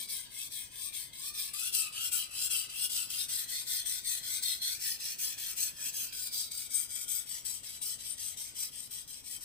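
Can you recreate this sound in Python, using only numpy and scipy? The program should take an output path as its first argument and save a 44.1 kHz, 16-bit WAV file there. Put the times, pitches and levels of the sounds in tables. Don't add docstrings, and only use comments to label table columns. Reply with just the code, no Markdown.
import sys
import numpy as np
from scipy import signal
from scipy.fft import rfft, irfft, next_fast_len
from scipy.io import wavfile
from scipy.ndimage import uniform_filter1d, map_coordinates

SR = 44100
rng = np.random.default_rng(int(sys.argv[2]) if len(sys.argv) > 2 else 0)


def store_wav(level_fs):
    pcm = np.round(np.clip(np.atleast_2d(level_fs), -1, 1) * 32767)
    wavfile.write(sys.argv[1], SR, pcm.T.astype(np.int16))


N = 416304
TIME = np.arange(N) / SR


def amp(db):
    return 10 ** (np.asarray(db) / 20)


def unit(x):
    return x / np.sqrt(np.mean(x ** 2) + 1e-20)


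def ease(share):
    return np.sin(np.pi / 2 * np.clip(share, 0, 1))


def along(points, hz):
    f, v = np.transpose(points)
    return np.interp(np.log(hz + 1), np.log(f + 1), v)


def wobble(rate, t):
    points = rng.standard_normal(int(t[-1] * rate) + 4)
    return map_coordinates(points, [t * rate], mode="nearest")


def patches(shape):
    field = uniform_filter1d(rng.standard_normal(shape), size=3, axis=-2)
    return unit(uniform_filter1d(field, size=12, axis=-1))


def filtered(x, response):
    m = next_fast_len(N + SR // 2)
    spectrum = rfft(x, m) * response(np.fft.rfftfreq(m, 1 / SR))
    return irfft(spectrum, m)[..., :N]


def pair(alike):
    alike = np.clip(alike, 0, 1)
    shared = np.sqrt(alike) * rng.standard_normal(N)
    return shared + np.sqrt(1 - alike) * rng.standard_normal((2, N))


def noise(spectrum, alike):
    return unit(filtered(pair(alike), lambda hz: amp(along(spectrum, hz))))


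def causal(db):
    cepstrum = irfft(np.log(amp(db)), axis=1)
    half = cepstrum.shape[1] // 2
    cepstrum[:, 1:half] *= 2
    cepstrum[:, half + 1:] = 0
    return np.exp(rfft(cepstrum, axis=1))


# start in seconds, relative level in dB,
# lean in dB (how much harder it ends than it begins), bite as a share of the stroke's level.
STROKES = [(-0.125, -41.5, 7.5, 0.0), (0.072, -38, -9.0, 0.17), (0.289, -41.5, 6.5, 0.031),
           (0.495, -39, 0.5, 0.0), (0.697, -41.5, 10.5, 0.18), (0.915, -39.5, -12, 0.0),
           (1.118, -41.5, 15, 0.72), (1.324, -34, 9, 0.11), (1.522, -33.5, 7.5, 0.67),
           (1.713, -29.5, -9.5, 0.0), (1.91, -35, 13.0, 0.28), (2.105, -31.5, -12.0, 0.28),
           (2.294, -34.5, 16.5, 0.28), (2.487, -30.5, -5.5, 0.0), (2.681, -35, 21, 0.61),
           (2.883, -31, 2, 0.41), (3.086, -33.5, -1.5, 0.41), (3.27, -31, 7, 0.24),
           (3.468, -35.5, -5.5, 0.19), (3.653, -30.5, 6, 0.14), (3.843, -34.5, -11, 0.0),
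           (4.031, -31, 3.5, 0.0), (4.215, -34.5, 1.5, 0.16), (4.411, -31.5, -4.5, 0.27),
           (4.602, -34.5, -6, 0.17), (4.787, -31.5, -1.5, 0.0), (4.986, -37.0, -6, 0.11),
           (5.172, -32, 2.5, 0.11), (5.365, -37.0, 2, 0.3), (5.55, -32.5, -4.5, 0.0),
           (5.725, -38.5, 17.5, 0.0), (5.914, -33.5, 1, 0.0), (6.111, -38.0, 5, 0.77),
           (6.305, -34.0, 0, 0.0), (6.498, -39, -3, 0.36), (6.69, -31, 6.5, 0.1), (6.877, -37, 3.5, 0.29),
           (7.066, -32.0, -1.5, 0.073), (7.252, -39.5, -7, 0.0), (7.436, -36.5, -1, 0.81),
           (7.619, -42.0, -2.5, 0.28), (7.802, -34.5, 6.0, 0.43), (7.973, -41, 2.5, 0.0),
           (8.163, -36, 6, 0.16), (8.358, -41.5, -13, 0.5), (8.537, -35.0, 6.5, 0.0),
           (8.706, -43, -1, 0.048), (8.893, -41, 2.5, 0.6), (9.063, -44.5, -4.5, 0.54),
           (9.226, -39, 15, 0.23), (9.393, -42, 3, 0.21)]


def stroke_count(t):
    starts = [row[0] for row in STROKES]
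    turns = starts + [2 * starts[-1] - starts[-2]]
    return np.interp(t, turns, np.arange(len(turns)))


PUSH_RISE, PUSH_FALL = 0.55, 0.31
PULL_RISE, PULL_FALL = 0.52, 0.86
RISE_POWER, FALL_POWER = 0.62, 0.91
TURN_DB = -17
STICK_S, BITE_ATTACK_S, BITE_LIFE_S = 0.015, 0.002, 0.024
STUCK_DB = -4


def effort():
    start, level_db, lean_db, bite = np.transpose(STROKES)
    done = stroke_count(TIME)
    k = np.minimum(done.astype(int), len(STROKES) - 1)
    u = done - k
    pull = k % 2 == 1
    rise = ease(u / np.where(pull, PULL_RISE, PUSH_RISE)) ** RISE_POWER
    fall = ease((1 - u) / np.where(pull, PULL_FALL, PUSH_FALL)) ** FALL_POWER
    slide = rise * fall * amp(lean_db[k] * (u - .5))

    loose = TIME - start[k] - STICK_S
    free = ease(loose / BITE_ATTACK_S + .5)
    slide = slide * amp(STUCK_DB * (1 - free))
    breakaway = bite[k] * free * np.exp(-np.abs(loose) / BITE_LIFE_S)
    breakaway = breakaway * np.minimum(amp(-lean_db[k] / 4), 1)

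    middles = np.arange(len(STROKES)) + .5
    creep = amp(TURN_DB + np.interp(done, middles, level_db))
    return np.hypot(amp(level_db[k]) * (slide + breakaway), creep)


# time in seconds, depth of stick and slip (1 = usual).
UNSTEADY = [(0, .9), (1.8, 0.79), (4, 0.99), (6.2, 1.2), (6.8, 1.36), (8.2, 0.74), (9.44, 0.95)]


def grit(drive, rate, size_db, grain_db, chatter_db, judder_db, alike):
    hit = rng.random(N) < rate / SR * np.sqrt(unit(drive))
    size = amp(size_db * np.minimum(rng.exponential(size=N), 3))
    grains = hit * size * pair(alike)
    depth = np.interp(TIME, *np.transpose(UNSTEADY))
    slips = amp(depth * (chatter_db * wobble(560, TIME) + judder_db * wobble(95, TIME)))
    scratches = pair(alike) + amp(grain_db) * unit(grains)
    return drive * unit(slips * scratches)


SWAY_LEAD_S = 0.017
SWAY_POWER = 1.7
# time in seconds, middle pitch in Hz, sway to scale the swing about it (a share of that pitch).
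BENDING = [(0, 1010, 0.084), (1.1, 1060, 0.13), (1.48, 1180, 0.06), (1.58, 1323, 0.087), (2.7, 1336, 0.071),
           (3.2, 1420, 0.053), (3.6, 1435, 0.043), (4.74, 1450, 0.033), (4.83, 1910, 0.062),
           (5.5, 1810, 0.025), (6.05, 1520, 0.024), (6.4, 1397, 0.017), (7, 1388, 0.0052),
           (9.44, 1470, .005)]


def bending_tone(t):
    s, hz, sway = np.transpose(BENDING)
    swing = np.abs(np.sin(np.pi / 2 * stroke_count(t + SWAY_LEAD_S)))
    travel = swing ** (2 * SWAY_POWER)
    return np.interp(t, s, hz) * (1 + 2 * np.interp(t, s, sway) * (travel - travel.mean()))


# centre in Hz, width in Hz, usual lift in dB (negative for a dip), share of the bending tone's
# glide it follows. The centres hold when the bending tone is at the first row's Hz.
HEEL = [(1067, 156, 26.5, 0.68), (1720, 190, 16, 0.36), (2234, 245, 19, 0.61), (2635, 68, 15, 0.31),
        (2850, 220, -7, 0.074), (3340, 770, 13, 0.52), (4060, 520, 7.5, 0.42), (4900, 850, 8.5, 0.3),
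        (6800, 240, -10, 0), (8650, 310, 8, 0), (10600, 450, 3, 0.092)]
HEEL_PRESSED = [(1335, 146, 19, 1), (2697, 213, 14.5, 0.35), (3104, 480, 9.5, 0.89), (3650, 510, 1, 0.07),
                (4085, 130, 12, 0.31), (4920, 340, 12.5, 0.37), (6580, 290, -9, 0), (7880, 290, 4, 0.007),
                (8930, 160, 7, 0.023), (10840, 510, 5, 0.13)]
MIDDLE = [(1484, 116, 14, 0.11), (1914, 99, 9, 0.54), (2126, 240, 13.5, 1.3), (2520, 40, 10.5, 0),
          (2870, 230, -8, 0), (3620, 590, 12.5, 0.92), (4380, 260, 14.5, 0.87), (5130, 260, 9, 0.3),
          (6280, 140, 7.5, 0.11), (6800, 250, -7, 0), (8400, 840, 4, 0), (13500, 780, 6.5, 0.12)]
BELLY = [(1796, 205, 13.5, 0.73), (1500, 50, 9, 0.33), (2590, 530, 11, 0.11), (2700, 300, -4, 0),
         (3500, 400, 9, 0.4), (3650, 200, -8.5, 0.057), (4300, 460, 8.5, 0.16), (5170, 240, 12.5, 0.23),
         (6150, 340, 7.5, 0.0075), (8030, 420, 5.5, 0), (10200, 220, 8.5, 0.15), (14240, 1100, 9.5, 0.16)]
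UPSWEEP = [(1440, 130, 14, 0.92), (2296, 270, 12, .6), (2850, 200, -1.5, 0), (3220, 240, 2.5, 0.48),
           (3840, 730, 10.5, 0), (4840, 570, 13, 0), (6000, 400, 2, 0.31), (8200, 570, 4.5, 0.017),
           (13200, 400, 5, 0), (15000, 600, 6, 0)]
NEAR_TIP = [(1470, 40, 16.5, 0.59), (1940, 52, 6, 0), (2318, 96, 15, 0.14), (2760, 260, -12, 0),
            (3230, 130, 10.5, 0.25), (3720, 220, 7, .3), (4260, 280, -10, 0.1), (5000, 280, 8.5, 0.1),
            (8400, 110, 6.5, 0.83), (8670, 990, 7.5, 0.31), (12050, 230, 14, 0.047),
            (13200, 220, -5, 0.081)]
TIP = [(1460, 48, 3.5, 1), (1928, 35, 13.5, 0.16), (2250, 260, 4.5, 0.0056), (3240, 430, 7, 0.095),
       (3840, 150, -2, 0), (3974, 116, 10, .3), (4470, 78, 2, 0), (4960, 450, 8.5, 0.96),
       (5670, 740, 5, 0.049), (8190, 410, 12, 0.26), (10000, 570, 5.5, 0), (11850, 260, 8, 0.31),
       (13500, 490, 10, 0)]
# middle of the change to this grip in seconds,
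# brightness in dB per octave, table of resonances.
GRIPS = [(-.5, 4.1, HEEL), (1.52, 2, HEEL_PRESSED), (3.28, 2, MIDDLE), (4.78, 1.1, BELLY),
         (6.17, 3, UPSWEEP), (6.68, 1, NEAR_TIP), (7.25, 0, TIP)]
# frequency in Hz, gain in dB.
LEFT = [(200, -32), (700.0, -17), (1200.0, -16.5), (2000.0, -14.5), (3200.0, -4), (4500.0, -7),
        (5800.0, -6), (6700.0, -3.5), (7500.0, 1.1), (8200.0, 6), (9000.0, 3.5), (9700.0, -1),
        (10500.0, -1), (12000.0, -4.5), (15400.0, -6)]
RIGHT = [(200, -51), (700.0, -29), (1200.0, -18.5), (2000.0, -14), (3200.0, -7), (4500.0, -8),
         (5600.0, -2.5), (6400.0, 0), (7300.0, -17.5), (8300.0, -23), (9100.0, -15), (9700.0, -9),
         (10500.0, -13.5), (12000.0, -11), (15400.0, -6.5)]
# frequency in Hz, usual phase in radians.
LEAD = [(1000, -0.96), (2000, 0), (2550, 1.1), (2900, 2.5), (3250, 1), (3700, 4), (4300, 7.5), (5200, 8.5),
        (6200, 7), (6800, 6), (8100, 10.5), (15000, 32.5)]


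def blade(force, drive, wander, flicker_db, patchy_db, port_db, phase_scatter, speed_tilt_db, shift_time):
    hz, t, z = signal.stft(force, SR, nperseg=1024, noverlap=768)
    f = hz[:, None]
    bending = bending_tone(t)
    octave = np.log2(np.maximum(f, 500) / 6000)
    reached = [np.clip((t - row[0]) / shift_time + .5, 0, 1) for row in GRIPS] + [0]
    colour = singing(f, t, width_hz=230, life=0.045)
    for k, (_, tilt_db, modes) in enumerate(GRIPS):
        share = reached[k] - reached[k + 1]
        held = share > 0
        lift = tilt_db * octave
        for centre, width, db, glide in modes:
            pitch = centre * (bending / modes[0][0]) ** glide * (1 + wander * wobble(14, t))
            height = db + flicker_db * wobble(15, t)
            lift = lift + height[held] / (1 + (2 * (f - pitch[held]) / width) ** 2)
        colour[:, held] += share[held] * lift
    surge = drive / uniform_filter1d(drive, SR // 2)
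    colour += speed_tilt_db * octave * np.log(np.interp(t, TIME, surge))
    colour += patchy_db * patches(colour.shape)
    ports = np.array([along(LEFT, f), along(RIGHT, f)]) + port_db * patches(z.shape)
    response = causal(colour + ports)
    lead = along(LEAD, f) + phase_scatter * patches(colour.shape)
    response[0] *= np.exp(1j * lead)
    return signal.istft(z * response, SR, nperseg=1024, noverlap=768)[1][:, :N]


def room(x, t60, count):
    t = TIME[:SR // 3]
    answer = np.zeros_like(x)
    weights = np.array([wobble(4, TIME[::100]) for _ in range(count)])
    for weight in weights / np.linalg.norm(weights, axis=0):
        tail = rng.standard_normal((2, len(t))) * amp(-60 * t / t60) * (t > .002)
        sent = x * np.interp(TIME, np.linspace(0, TIME[-1], len(weight)), weight)
        answer += signal.fftconvolve(sent, tail / np.linalg.norm(tail[0]), axes=1)[:, :N]
    return answer


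# centre in Hz, width in Hz, relative level in dB.
STAND = [(116, 56, -5), (230, 37, -1), (374, 77, -10.5), (596, 47, -4), (1038, 26, -2)]


def stand(drive, level_db, swell_db):
    def wood(f):
        total = 0
        for k, (centre, width, db) in enumerate(STAND):
            damping = 1j * f * width
            total = total + (-1) ** k * amp(db) * damping / (centre * centre - f * f + damping)
        return total

    shake = np.sqrt(drive) * amp(swell_db * wobble(3.6, TIME))
    return amp(level_db) * unit(filtered(shake * pair(alike=0.58), wood))


# frequency in Hz, relative level in dB.
ROOM_TONE = [(15, -16), (30, -1.5), (55, 0), (80, -0.5), (102, 0), (135, -2.5), (185, -8.5), (245, -6),
             (325, -12), (900, -20.5), (2000, -31)]
HISS = [(100, -12), (800, -10), (2000, -14.5), (6000, -18.5), (15000, -18)]


def background(tone_db, hiss_db):
    return amp(tone_db) * noise(ROOM_TONE, alike=0.25) + amp(hiss_db) * noise(HISS, alike=0.052)


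# frequency in Hz, relative level in dB.
THUMP = [(30, -10), (110, 1), (250, -3), (500, -10), (1000, -25), (3000, -50)]


def rocking(level_db, width):
    done = stroke_count(TIME)
    from_turn = done - np.round(done)
    thump = np.exp(-(from_turn / width) ** 2) * amp(1.4 * wobble(8.2, TIME))
    return amp(level_db) * thump * noise(THUMP, alike=0.48)


TICK_DB = 1
# time in seconds, starting level in dB before the blade rings.
SNAGS = [(1.75, -18), (3.105, -24), (6.749, -25)]


def catches(life):
    ticks = [(s + STICK_S, bite * amp(db + TICK_DB)) for s, db, _, bite in STROKES if s > 0]
    snags = [(s, amp(db)) for s, db in SNAGS]
    push, age = np.zeros(N + SR), TIME[:SR // 20]
    for s, size in ticks + snags:
        push[round(s * SR):][:len(age)] += size * np.exp(-age / life)
    return push[:N] * pair(alike=0.18)


# time in seconds, frequency in Hz, lift in dB.
SINGS = [(2.138, 7450, 10), (2.46, 7500, 14), (3.21, 3720, 18), (3.55, 2000, 7), (4.35, 8100, 8),
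         (4.46, 8100, 9.5), (4.52, 3810, 16.5), (4.64, 4320, 22), (4.86, 1990, 7.5), (4.91, 5200, 9),
         (5.05, 5300, 11.5), (5.28, 5070, 12), (6.77, 8100, 7), (8.12, 8900, 22), (8.63, 8420, 5.5)]


def singing(f, t, width_hz, life):
    return sum(db * np.exp(-((t - s) / life) ** 2) / (1 + (2 * (f - hz) / width_hz) ** 2)
               for s, hz, db in SINGS)


def scene():
    drive = effort()
    scratches = grit(drive, rate=2200, size_db=2.5, grain_db=-3.5,
                     chatter_db=0.76, judder_db=0.84, alike=0.76)
    force = amp(0.27) * scratches * amp(0.32 * wobble(35, TIME)) + catches(life=0.0013)
    rasp = blade(force, drive, wander=0.01, flicker_db=1.74, patchy_db=2.5, port_db=3.0,
                 phase_scatter=1.0, speed_tilt_db=2.82, shift_time=0.2)
    answer = amp(-8) * room(rasp, t60=0.2, count=6)
    wood = stand(drive, level_db=-74.5, swell_db=4.5) + rocking(level_db=-67.5, width=0.12)
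    return rasp + answer + wood + background(tone_db=-64.5, hiss_db=-70.5)


TOP_HZ = 15550


def record(dry):
    return filtered(dry, lambda hz: hz < TOP_HZ)


dry = scene()
out = record(dry)
store_wav(out)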